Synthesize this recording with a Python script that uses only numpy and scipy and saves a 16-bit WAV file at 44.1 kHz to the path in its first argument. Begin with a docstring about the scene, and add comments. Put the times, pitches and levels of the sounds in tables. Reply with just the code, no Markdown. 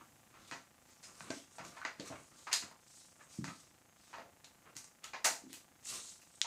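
"""A hand works a plastic panel loose inside an open office copier, in a small hard room, for 6.5 s.
A small camera's hiss, thin whines and faint electrical ticks per picture run throughout.
From the start come scrapes of stick-slip grains, brushes of fine noise from sleeve and skin, soft bumps
and chattering blows that ring the panel; a hard crack falls near 2.5 s, another near 5.2 s, then a
strong brush near 5.9 s and a last bright crack near 6.4 s. Contacts and strokes echo in the room."""
import sys
import numpy as np
from scipy import signal
from scipy.fft import rfft, irfft
from scipy.io import wavfile
from scipy.ndimage import uniform_filter1d

SR = 44100
rng = np.random.default_rng(int(sys.argv[2]) if len(sys.argv) > 2 else 0)


def materialize(psi):
    """Save the field psi as 16-bit PCM at rate SR to the path in sys.argv[1].

    A 1-D psi becomes a single channel; in a 2-D psi each row is a channel.
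    """
    bounded = np.clip(np.atleast_2d(psi).T, -1, 1)
    quanta = np.round(bounded * 32767).astype(np.int16)
    wavfile.write(sys.argv[1], SR, quanta)


N = 285139

# Steady noise bed, relative density: pitch_hz, level_db (per Hz)
HISS_SPECTRUM = [(18, -61), (30, -4), (97, 4.5), (256, 4), (399, -7.5), (830, 0), (945, -6), (1680, -7),
                 (4310, -12.5), (7080, -7.5), (7650, -6.5), (8720, -10), (15500, -15.5)]
# Thin whines: pitch_hz, level_db (rms, before flutter)
WHINE_TONES = [(1168, -89.5), (6449, -87.5), (12898, -98)]
# Wait of the two supply dips after each picture starts, before the next timer tick: delay_ms
DIP_DELAYS = [12.77, 18.63]
# Delay of the two supply steps after each picture starts: delay_ms
STEP_DELAYS = [9.05, 20.65]
# Time for the room to fade by 60 dB: pitch_hz, t60_s
ROOM_FADE = [(150, 0.34), (400, 0.35), (1000, 0.27), (2800, 0.27), (7000, 0.32), (13000, 0.28)]
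# Strokes of plastic on plastic: peak_s, rise_s, fall_s, peak_db
SCRAPE_STROKES = [(0, .01, 0.042, -57), (.36, 0.083, 0.35, -65), (.49, .08, 0.086, -64.5),
                  (1.09, 0.031, 0.13, -66.5), (1.19, 0.14, 0.071, -69), (1.28, 0.14, .07, -57),
                  (1.63, 0.1, 0.082, -55.5), (1.73, .08, 0.095, -62.5), (2.06, 0.098, 0.11, -58),
                  (2.14, 0.076, 0.11, -54), (2.317, .01, 0.044, -59.5), (2.37, .08, 0.16, -69.5),
                  (2.626, 0.007, 0.095, -52.5), (2.73, .1, 0.048, -68), (3.21, 0.053, .1, -67),
                  (3.33, 0.045, 0.18, -68.5), (4.16, 0.1, .12, -60.5), (4.69, .09, 0.045, -61.5),
                  (5.93, 0.067, 0.15, -56), (6.1, .03, 0.087, -70)]
# Broad plastic resonances, relative levels: pitch_hz, width_hz, level_db
SCRAPE_BANDS = [(467, 570, -29), (672, 1340, 11), (1130, 530, 9.5), (1640, 680, 0), (2160, 820, -1)]
# Strokes of cloth and skin: peak_s, rise_s, fall_s, peak_db, fullness_db_per_octave (beside the hump)
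BRUSH_STROKES = [(.505, 0.21, 0.16, -64, 6), (.92, 0.13, 0.15, -66.5, 1), (1.04, 0.022, 0.11, -54.5, -7),
                 (1.22, 0.13, .18, -58.5, 1), (1.36, 0.086, 0.12, -58, 7), (1.57, 0.11, 0.052, -60.5, -1),
                 (1.648, 0.027, 0.18, -60.5, 6), (1.78, 0.13, 0.13, -68.5, -2), (2.02, 0.054, .04, -62, 10),
                 (2.08, 0.053, 0.023, -53, 6), (2.2, 0.23, 0.28, -63, -3), (2.37, .05, 0.45, -63, 0.5),
                 (2.99, .25, 0.25, -59.5, -0.5), (3.216, .08, 0.093, -63, -16),
                 (3.326, 0.052, 0.17, -58.5, 2.5), (3.5, .05, 0.037, -59, 5), (3.53, .05, 0.29, -62.5, 3),
                 (4.03, 0.11, .15, -68.5, 6), (4.115, 0.034, 0.045, -64.5, 6.5), (5.45, .08, .08, -73, 2.5),
                 (5.51, 0.035, 0.13, -63, 7), (5.856, 0.012, 0.084, -49, -1),
                 (5.914, 0.071, 0.15, -42, 3.5), (6.09, 0.15, 0.11, -52.5, -1.5),
                 (6.35, 0.43, 0.29, -66.5, -3)]
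# Colour of the brush, relative gain of its fine bands: pitch_hz, level_db
BRUSH_COLOUR = [(1180, -43), (2000, -13), (2450, -10.5), (2660, -9), (3340, -7), (3550, 11), (3860, -3.5),
                (4270, -4), (7640, 4), (15000, -29)]
# Ringing modes of panel and casing, relative levels: pitch_hz, level_db, t60_s (ringing free)
PANEL_MODES = [(143, -15, 0.083), (179.7, -4, 0.048), (212, -9.5, 0.064), (272, 2.5, 0.052),
               (688, -2, 0.27), (932, 3, 0.095), (942, -3, 0.032), (1076, 11, 0.021), (1280, -2, 0.052),
               (1343, 1.5, 0.15), (1557, 4, 0.093), (1756, -0.5, 0.031), (2102, 9.5, 0.016),
               (2524, 7, 0.045), (2820, 15.5, 0.0061), (3475, -5, 0.013), (4365, 17.5, 0.0062),
               (5020, 21.5, 0.01), (5800, 4, 0.056), (7700, -26, .015)]
# Soft bumps of hand and panel: start_s, peak_db, favoured_hz, room_db (trim on the echoes)
SOFT_BUMPS = [(0.012, -58, 320, -11), (0.515, -47.5, 160, -11), (1.209, -53, 162, -4),
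              (1.301, -34, 304, -9), (1.596, -50, 154, -6), (1.649, -55.5, 216, 1.5),
              (1.85, -47.5, 336, -16), (1.995, -39, 220, -10), (2.073, -64, 369, -8),
              (2.101, -42.5, 145, -9.5), (2.635, -48, 219, -12), (3.386, -32, 184, -8),
              (3.409, -42, 158, -6), (3.441, -43, 301, -11), (3.48, -42.5, 160, -10.5), (4.2, -60, 377, 0),
              (4.756, -54.5, 142, -14), (5.255, -59, 254, -4), (5.31, -49, 272, -11),
              (5.436, -47.5, 288, -2), (5.5, -50.5, 356, -3.5), (5.907, -67, 208, -9)]
# Hard contacts: start_s, knock_db, favoured_hz, hump_db (at that ring), click_db,
# fall_db_per_octave (above the click's top), contact_ms, room_db (trim on the echoes)
HARD_BLOWS = [(0.011, -64, 1210, -46.5, -80, -2, 2.5, -6), (0.341, -52, 1400, -62, -70, -17, 4.3, 5),
              (0.513, -30, 1206, -60, -32, -37, 2, 1), (0.882, -64, 6900, -67, -62, -10, 5.1, 9),
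              (1.029, -53.5, 4765, -68, -40, -39, 8.8, 5), (1.207, -34.5, 1458, -35.5, -41, -28, 2.3, -9.5),
              (1.304, -26.5, 649, -36.5, -22.5, -40, 6.1, -8),
              (1.584, -37, 840, -43.5, -38.5, -45, 3.2, 0.5), (1.651, -54, 663, -56, -35.5, -30, 3.4, -3),
              (1.767, -39.5, 1180, -46, -49, -42, 5.9, 1.5), (1.816, -40, 1636, -34, -58, -26, 4, -1),
              (1.85, -24, 1900, -26, -28.5, -47, 7.1, -4.5),
              (1.998, -40.5, 4080, -29, -27.5, -44, 6.2, -8.5), (2.003, -59, 560, -42.5, -68, -18, 6.8, -3),
              (2.076, -45, 4040, -42, -46, -18, 4, -2), (2.102, -73, 740, -39.5, -52, -12, 2, -1.5),
              (2.469, -34.5, 1213, -36.5, -47, -25, 12.6, -2.5),
              (2.515, -38.5, 2674, -32.5, -27, -46, 4.9, 5.5), (2.529, -29, 4615, -14.5, -7, -29, 11, -6),
              (2.624, -37.5, 1126, -57, -63, -8, 10.3, -7.5),
              (2.713, -45.5, 1013, -48.5, -50, -10, 4.7, -7.5),
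              (3.199, -53.5, 1690, -59, -62, -15, 2.8, 6.5),
              (3.443, -31.5, 1960, -57, -25.5, -34, 4.5, -3.5),
              (3.479, -34, 1266, -53, -38, -25, 7.3, -3.5), (4.13, -43.5, 1204, -44, -51, -46, 4.6, 8),
              (4.184, -41, 740, -44, -53, -15, 2.8, 0), (4.444, -48, 4176, -38, -33, -30, 6.6, -7.5),
              (4.754, -54, 6680, -56, -41, -26, 3.6, 5.5), (4.767, -46, 6500, -46, -24, -24.5, 2.5, -3.5),
              (4.843, -51, 7100, -31, -39, -53, 5.6, -7.5), (5.035, -49, 3440, -41.5, -50, -12, 8.5, 7),
              (5.042, -36, 1270, -55, -23.5, -32, 4.3, -7.5), (5.134, -31.5, 1131, -51, -41, -56, 7.9, 1.5),
              (5.244, -22, 6700, -31, -10.5, -24.5, 16.6, -0.5), (5.256, -24, 870, -27, -33, 0, 5.8, -4),
              (5.53, -46.5, 3280, -37, -29.5, -14.5, 2.9, -2), (5.846, -61, 6860, -52, -48, -29, 4, -6),
              (5.858, -51, 2900, -60, -38, -17, 2.9, -8), (6.216, -67, 2750, -57, -41, -16, 7.6, -6),
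              (6.416, -35, 3740, -11.5, -6.5, -43, 1.84, -12.5), (6.444, -39, 984, -46, -57, -16, 5.8, 1.5)]
# Broad knock curve, raised by knock_db: pitch_hz, level_db (per octave)
KNOCK_COLOUR = [(200, -45), (480, -24.5), (920, -12), (1900, -1), (3800, -7), (6800, -4), (10000, -42),
                (15500, -52)]
# Bright click curve, raised by click_db: pitch_hz, level_db (per octave)
CLICK_COLOUR = [(200, -65), (480, -64.5), (920, -42.5), (1900, -20.5), (3800, -13), (6800, 2.5),
                (10000, 7.5), (15500, 14)]

PICTURE_HZ, TIMER_HZ, TIMER_START_S = 27.3417, 1033.74, .000717
LOW_MODES = 4  # the first panel modes answer only to soft bumps
STROKE_DEPTH_DB = 20  # drop from the peak one rise before it and one fall after it
SCRAPE_ROUND, BRUSH_ROUND = 1.33, 1.45  # stroke shape: 1 pointed, 2 rounded
HAND_DAMPING, DAMPING_HZ = .7, 149  # share of ring time left under the hand; less above this pitch
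CLICK_HZ, HUMP_DB = 6800, -32  # top of the click; fall of the hump one octave from its ring
SHARP_MS = 3  # longer contacts start with a weaker first click


def undb(db):
    """Decibels to gain."""
    return 10 ** (np.asarray(db) / 20)


def level(x, db):
    """Scale to an rms level."""
    return x * undb(db) / np.sqrt(np.mean(x ** 2))


def band(x, lo_hz, hi_hz):
    """Causal band-pass."""
    edges = [lo_hz, min(hi_hz, .45 * SR)]
    return signal.sosfilt(signal.butter(2, edges, "band", fs=SR, output="sos"), x)


def add(bus, x, s):
    """Mix a short sound in at a time."""
    i = int(s * SR)
    bus[i:i + len(x)] += x[:len(bus) - i]


def along(hz, points):
    """Read a (pitch, value) curve on a log-frequency axis."""
    at, value = np.transpose(points)
    return np.interp(np.log(hz), np.log(at), value)


def walk(rate):
    """Random glide to a new value, rate times a second; spread near 1."""
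    k = int(SR / rate)
    held = np.repeat(rng.standard_normal(N // k + 1), k)
    return 1.22 * uniform_filter1d(held, k)[:N]


def hiss():
    """Room rumble and preamp hiss as shaped noise with a slow drift, plus thin whines that flutter."""
    hz = np.maximum(np.arange(N // 2 + 1) * SR / N, 1)
    noise = irfft(rfft(rng.standard_normal(N)) * undb(along(hz, HISS_SPECTRUM)), N)
    t = np.arange(N) / SR
    whines = 0
    for pitch_hz, level_db in WHINE_TONES:
        gain = np.sqrt(2) * undb(level_db + 4.6 * walk(15))
        whines = whines + gain * np.sin(2 * np.pi * pitch_hz * t)
    return level(noise, -69) * undb(walk(3.03)) + whines


def ticks(dip_db=-51.0, step_db=-61.5):
    """Supply ripple: two short dips and two decaying steps for each picture read out."""
    out, t = np.zeros(N), np.arange(300) / SR
    dip_s = .0002  # bottom of the dip
    recovery = 0.08 * (t > .0003) * np.exp(-t / 0.00062)
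    dip = recovery - np.exp(-.5 * ((t - dip_s) / .00007) ** 2)
    step = (1 - np.exp(-t / .0001)) * np.exp(-t / 0.00092)
    for start in np.arange(0, N / SR - .02, 1 / PICTURE_HZ):
        for ms in DIP_DELAYS:
            # each dip waits for the next timer tick
            timer_count = np.ceil((start + ms / 1000 - TIMER_START_S) * TIMER_HZ)
            add(out, undb(dip_db) * dip, timer_count / TIMER_HZ + TIMER_START_S - dip_s)
        # steps go up or down by chance
        for ms, size in zip(STEP_DELAYS, rng.uniform(-2.88, 2, size=2)):
            add(out, undb(step_db) * size * step, start + ms / 1000)
    return out


def echoes(count, gap_ms=0.51, build_ms=9.7, db=5.0):
    """Room responses for several places: dense echoes build up, then each half-octave band fades."""
    t = np.arange(SR // 2) / SR
    out = 0
    for hz in 90 * 2 ** np.arange(0, 8, .5):
        fade = np.exp(-np.log(1000) * t / along(hz, ROOM_FADE))
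        noise = rng.standard_normal((count, len(t)))
        out = out + fade * band(noise, hz / 2 ** .25, hz * 2 ** .25)
    out *= np.clip((1000 * t - gap_ms) / build_ms, 0, 1)
    return undb(db) * out / np.sqrt(np.sum(out ** 2, axis=1, keepdims=True))


def strokes(rows, roundness, step=44):
    """Gain of strokes that swell and fade, and any further columns, led by the loudest stroke."""
    t = np.arange(0, N, step) / SR
    peak_s, rise, fall, db, *more = np.array(rows, float).T[:, :, None]
    away = np.abs(t - peak_s) / np.maximum(np.where(t < peak_s, rise, fall), .003)
    power = undb(db - STROKE_DEPTH_DB * away ** roundness) ** 2 + 1e-14
    total = power.sum(axis=0)
    curves = [np.sqrt(total)]
    for column in more:
        curves.append(np.sum(column * power, axis=0) / total)
    return [np.interp(np.arange(N) / SR, t, curve) for curve in curves]


def scraping():
    """Plastic on plastic: uneven stick-slip grains drive broad resonances."""
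    (gain,) = strokes(SCRAPE_STROKES, SCRAPE_ROUND)
    grain_db = 2.8 * rng.exponential(size=N) + 3 * walk(90)
    grains = rng.standard_normal(N) * undb(grain_db)
    scrape = 0
    for hz, width_hz, db in SCRAPE_BANDS:
        scrape = scrape + undb(db) * band(grains, hz - width_hz / 2, hz + width_hz / 2)
    return level(scrape, 0) * gain


def brushing():
    """Cloth and skin: many fibres catch as fine, higher noise; fullness lifts bands beside the hump."""
    gain, fullness = strokes(BRUSH_STROKES, BRUSH_ROUND)
    fibres = undb(2.4 * rng.exponential(size=N) + 2 * walk(170))
    brush = 0
    for hz in 2000 * 2 ** np.arange(0, 3, .25):
        fine = band(rng.standard_normal(N) * fibres, hz * .92, hz * 1.09)
        fuller_db = fullness * max(np.log2(7400 / hz), 1.3 * np.log2(hz / 8600), 0)
        brush = brush + undb(along(hz, BRUSH_COLOUR) + fuller_db + 2 * walk(30)) * fine
    return level(brush, 0) * gain


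def rings(modes, favoured_hz, octaves, focus_db, share=1.0):
    """The panel's ringing; the place of contact favours modes near one pitch and shifts all a little."""
    t, chance = np.arange(8192) / SR, rng.standard_normal((len(modes), 2))
    hz, db, t60 = np.array(modes).T[:, :, None]
    focus = np.exp(-(np.log2(hz / favoured_hz) / octaves) ** 2)
    gain = undb(db + focus_db * focus + 2 * chance[:, :1])
    shifted_hz = hz * (1 + 0.011 * chance[:, 1:])
    fade = np.exp(-np.log(1000) * t / (t60 * max(share, .1)))
    return np.sum(gain * np.sin(2 * np.pi * shifted_hz * t) * fade, axis=0)


def thuds(rooms):
    """A soft contact builds up over a few ms and wakes only the lowest modes."""
    out = np.zeros(N)
    rise = 1 - np.exp(-(np.arange(8192) / SR / 0.0051) ** 2)
    for k, (start_s, peak_db, hz, room_db) in enumerate(SOFT_BUMPS):
        share = HAND_DAMPING * min(DAMPING_HZ / hz, 1)
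        thud = band(rise * rings(PANEL_MODES[:LOW_MODES], hz, .3, 14, share), 97, 790)
        thud *= undb(peak_db) / np.abs(thud).max()
        add(out, thud, start_s)
        add(out, undb(room_db) * signal.fftconvolve(thud, rooms[k % len(rooms)]), start_s)
    return out


def colour_of(hz, knock_db, ring_hz, hump_db, click_db, fall_db):
    """Gain per frequency: broad knock, hump at the favoured ring and bright click, added as powers."""
    knock = knock_db + along(hz, KNOCK_COLOUR)
    hump = hump_db + HUMP_DB * np.log2(hz / ring_hz) ** 2
    click = click_db + along(hz, CLICK_COLOUR) + fall_db * np.maximum(np.log2(hz / CLICK_HZ), 0)
    return np.sqrt(np.sum(undb([knock, hump, click]) ** 2, axis=0)) * SR / (2.6 * hz)


def causal(log_gain):
    """Shortest causal response with this gain, by way of the cepstrum."""
    cepstrum = irfft(log_gain)
    cepstrum[1:len(log_gain) - 1] *= 2
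    cepstrum[len(log_gain):] = 0
    return irfft(np.exp(rfft(cepstrum)))


def blow(ring_hz, colour, contact_ms, ring_db=-16.0):
    """A click and a short chatter crack and ring the panel; returns the close sound and the room's feed."""
    t = np.arange(8192) / SR
    chance = rng.standard_normal((2, len(t)))
    contact_s = max(contact_ms, .2) / 1000
    chatter = chance[0] * undb(10.5 * chance[1]) * np.exp(-t / contact_s)
    # longer contacts carry more energy
    push = chatter / np.sqrt(np.sum(chatter ** 2)) * np.sqrt(contact_s / 0.0038)
    push[0] = min(SHARP_MS / (1000 * contact_s), 1)
    body = undb(ring_db) * 0.018 * rings(PANEL_MODES[LOW_MODES:], ring_hz, 0.084, 22.2)
    body[0] += 1  # the direct crack
    click = signal.fftconvolve(body, causal(np.log(colour)))[:len(t)]
    near = signal.fftconvolve(push, click)[:len(t)]
    # the room gathers the chatter from all sides into one even click
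    return near, click * np.sqrt(np.sum(push ** 2))


def blows(rooms):
    """All hard contacts with their echoes; neighbouring blows come from different places."""
    out, hz = np.zeros(N), np.maximum(np.arange(1, 514) * SR / 1024, 200)
    for k, (start_s, knock_db, ring_hz, hump_db, click_db, fall_db, contact_ms, room_db) in enumerate(HARD_BLOWS):
        colour = colour_of(hz, knock_db, ring_hz, hump_db, click_db, fall_db)
        near, far = blow(ring_hz, colour, contact_ms)
        add(out, near, start_s)
        add(out, undb(room_db) * signal.fftconvolve(far, rooms[k % len(rooms)]), start_s)
    return out


def scene():
    """Blows, bumps and rubbing in the room, over the noise of the camera."""
    rooms = echoes(count=11)
    rub = scraping() + brushing()
    rub_echo = undb(-10.5) * signal.fftconvolve(rub, rooms[0])[:N]
    background = hiss() + ticks()
    return (background + rub + rub_echo + thuds(rooms) + blows(rooms))[None]


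def record(dry):
    """The microphone dips in the low treble; the recorder cuts the deep bass and the top."""
    dip_band = signal.lfilter(*signal.iirpeak(3325, 7.7, fs=SR), dry)  # centre Hz, Q
    dry = dry - 0.16 * dip_band
    dry = signal.sosfilt(signal.butter(2, 60, "high", fs=SR, output="sos"), dry)
    return signal.sosfilt(signal.ellip(10, .2, 80, 15500, fs=SR, output="sos"), dry)


dry = scene()
out = record(dry)
materialize(out)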